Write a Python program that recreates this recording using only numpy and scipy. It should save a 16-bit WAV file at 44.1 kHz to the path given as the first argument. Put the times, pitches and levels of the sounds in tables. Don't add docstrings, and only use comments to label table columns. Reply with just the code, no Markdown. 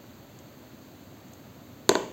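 import sys
import numpy as np
from scipy import signal
from scipy.fft import rfft, irfft, next_fast_len
from scipy.io import wavfile

SR = 44100
rng = np.random.default_rng(int(sys.argv[2]) if len(sys.argv) > 2 else 0)


def master(y):
    cut = np.clip(np.atleast_2d(y).T, -1, 1)
    pcm = np.round(cut * 32767)
    wavfile.write(sys.argv[1], SR, pcm.astype(np.int16))


N = 93844


def amp(db):
    return 10 ** (np.asarray(db) / 20)


def unit(x):
    return x / np.sqrt(np.mean(x ** 2) + 1e-20)


def along(points, hz):
    point_hz, values = np.transpose(points)
    return np.interp(np.log(hz + 1), np.log(point_hz + 1), values)


def bell(hz, centre_hz, octaves):
    return np.exp(-0.5 * (np.log2(hz / centre_hz) / octaves) ** 2)


def decay(t, t60):
    return np.exp(-np.log(1000) * t / t60)


def filtered(x, response):
    size = next_fast_len(len(x) + SR // 2)
    return irfft(rfft(x, size) * response(np.fft.rfftfreq(size, 1 / SR)), size)[:len(x)]


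def coloured(x, points, size=4096):
    gain = amp(along(points, np.fft.rfftfreq(size, 1 / SR)))
    cepstrum = irfft(np.log(gain))
    cepstrum[1:size // 2] *= 2
    cepstrum[size // 2 + 1:] = 0
    impulse_response = irfft(np.exp(rfft(cepstrum)))
    return signal.fftconvolve(x, impulse_response)[:len(x)]


def high_passed(x, corner_hz):
    return signal.sosfilt(signal.butter(2, corner_hz, "highpass", fs=SR, output="sos"), x)


def placed(s, sound):
    return np.pad(sound, (max(0, round(s * SR)), N))[:N]


def air():
    # frequency in Hz, relative density in dB per Hz.
    spectrum = [(25, -0.5), (45, -29.5), (70, -3), (105, 1.5), (170, -4), (270, 0), (450, -11.5), (620, -9),
                (760, -15), (1100, -17.5), (2000, -22.5), (3200, -25), (4400, -23.5), (7000, -32.5),
                (12500, -23), (15000, -19.5)]
    level_db = -49
    noise = filtered(rng.standard_normal(N), lambda hz: amp(along(spectrum, hz)))
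    return amp(level_db) * unit(noise)


def ring(hz, db, t60, rise_s):
    scatter_db = 3.5
    t = np.arange(SR // 4) / SR
    envelope = decay(t, t60) * (1 - np.exp(-t / rise_s))
    level = amp(db + scatter_db * rng.standard_normal())
    return level * envelope * np.sin(2 * np.pi * hz * t)


def tub(contact_ms, favoured_hz):
    # frequency in Hz, level in dB, t60 in seconds.
    modes = [(266, -13, 0.017), (397, -2, 0.027), (481, -16.5, 0.027), (634, -3.5, 0.026), (888, -9, 0.022),
             (977, -7.5, 0.02), (1460, 0.5, .012), (1750, -14, 0.015), (2160, -15, .011),
             (2605, -16.5, 0.015)]
    favour_db, favour_octaves = 4.5, 0.15
    rise_s = 0.00063
    radiate_hz = 189
    corner_hz = 1000 / (np.pi * contact_ms)
    wall = 0
    for hz, db, t60 in modes:
        lift_db = favour_db * bell(hz, favoured_hz, favour_octaves)
        wall = wall + ring(hz, db + lift_db, t60, rise_s) / np.hypot(1, hz / corner_hz)
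    return high_passed(wall, radiate_hz)


def room(x):
    # delay in seconds, level in dB.
    walls = [(0.013, -26), (0.0256, -24)]
    # frequency in Hz, t60 in seconds.
    tail_t60 = [(100, 0.86), (400, 0.56), (1000, 0.4), (3000, 0.63), (7000, 0.49), (14000, 0.48)]
    # frequency in Hz, gain in dB.
    tail_gain = [(100, -3.5), (200, -4.5), (280, -3.5), (385, -9.5), (520, -0.5), (750, -7), (1100, -2),
                 (1500, -13.5), (2100, -4.5), (3000, -3), (4000, -20), (5400, -8), (7000, -11.5),
                 (14000, -14)]
    dull_hz = 6000
    rise_s = 0.0013

    def reflections(hz):
        copies = sum(amp(db) * np.exp(-2j * np.pi * hz * s) for s, db in walls)
        return copies / (1 + 1j * hz / dull_hz)

    early = filtered(x, reflections)
    hz, t, bands = signal.stft(rng.standard_normal(SR), SR, nperseg=256)
    tail = signal.istft(bands * decay(t, along(tail_t60, hz)[:, None]), SR)[1]
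    tail = tail * (1 - np.exp(-(np.arange(len(tail)) / SR / rise_s) ** 2))
    tail = coloured(tail / np.linalg.norm(tail), tail_gain)
    return early + signal.fftconvolve(x, tail)[:N]


def tick(centre_hz, size=2048):
    width_octaves, t60 = 0.8, 0.03
    t = np.arange(size) / SR
    noise = rng.standard_normal(size)
    grit = unit(filtered(noise, lambda hz: bell(hz + 1, centre_hz, width_octaves)))
    burst = grit * decay(t, t60)
    return burst / np.linalg.norm(burst)


def click(bright_hz, size=2048):
    # frequency in Hz, level in dB.
    tip_spectrum = [(200, -12), (1200, -7.5), (2900, -20), (3500, -4.5), (4600, -2.5), (5400, -15.5),
                    (6800, -7.5), (8000, -7.5), (9800, -22), (12000, -8), (15500, -16)]
    bend_s = 0.001505
    hz = np.fft.rfftfreq(size, 1 / SR)
    travel = np.exp(-4j * np.pi * bend_s * np.sqrt(1000 * hz))
    softening = (1 + 1j * hz / bright_hz) ** 2
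    tip = coloured(signal.unit_impulse(size), tip_spectrum)
    return irfft(rfft(tip) * travel / softening)[:size // 2]


def blows():
    # start in seconds, level in dB,
    # contact time in ms, pitch favoured by the struck spot in Hz.
    bumps = [(.0402, -37, 0.89, 193), (1.9153, -18, 0.34, 634), (2.004, -27.5, 0.52, 900),
             (2.029, -26.5, 0.77, 1030)]
    # start in seconds, level in dB, centre in Hz.
    ticks = [(0.388, -31, 5530), (1.283, -38, 6900), (1.3344, -27, 9700)]
    # start of the ring in seconds, tub level in dB, click level in dB,
    # contact time in ms, click brightness (corner) in Hz, pitch favoured by the struck spot in Hz.
    knocks = [(1.8928, -10, 20, 0.083, 13700, 392), (1.9539, -12.5, 14, 0.063, 3850, 904)]
    touch_lead_s = 0.0009
    for s, db, contact_ms, favoured_hz in bumps:
        yield placed(s, amp(db) * tub(contact_ms, favoured_hz))
    for s, db, centre_hz in ticks:
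        yield placed(s, amp(db) * tick(centre_hz))
    for s, tub_db, click_db, contact_ms, bright_hz, favoured_hz in knocks:
        tip = placed(s - touch_lead_s, amp(click_db) * click(bright_hz))
        wall = placed(s, amp(tub_db) * tub(contact_ms, favoured_hz))
        yield tip + wall


def scene():
    struck = sum(blow + room(blow) for blow in blows())
    return (air() + struck)[None]


def record(dry):
    # frequency in Hz, gain in dB.
    colour = [(4700, 2), (4950, -5), (5900, -1.5), (6300, 8.5), (7600, 5.5), (7900, -3), (8400, -3.5),
              (8800, -11), (11400, -17), (11700, -5)]
    low_cut_hz, top_hz = 67.5, 15900
    clip_top = 0.85
    x = high_passed(coloured(dry[0], colour), low_cut_hz)
    x = x / (1 + (x / clip_top) ** 6) ** (1 / 6)
    return filtered(x, lambda hz: 1 / np.hypot(1, (hz / top_hz) ** 120))[None]


dry = scene()
out = record(dry)
master(out)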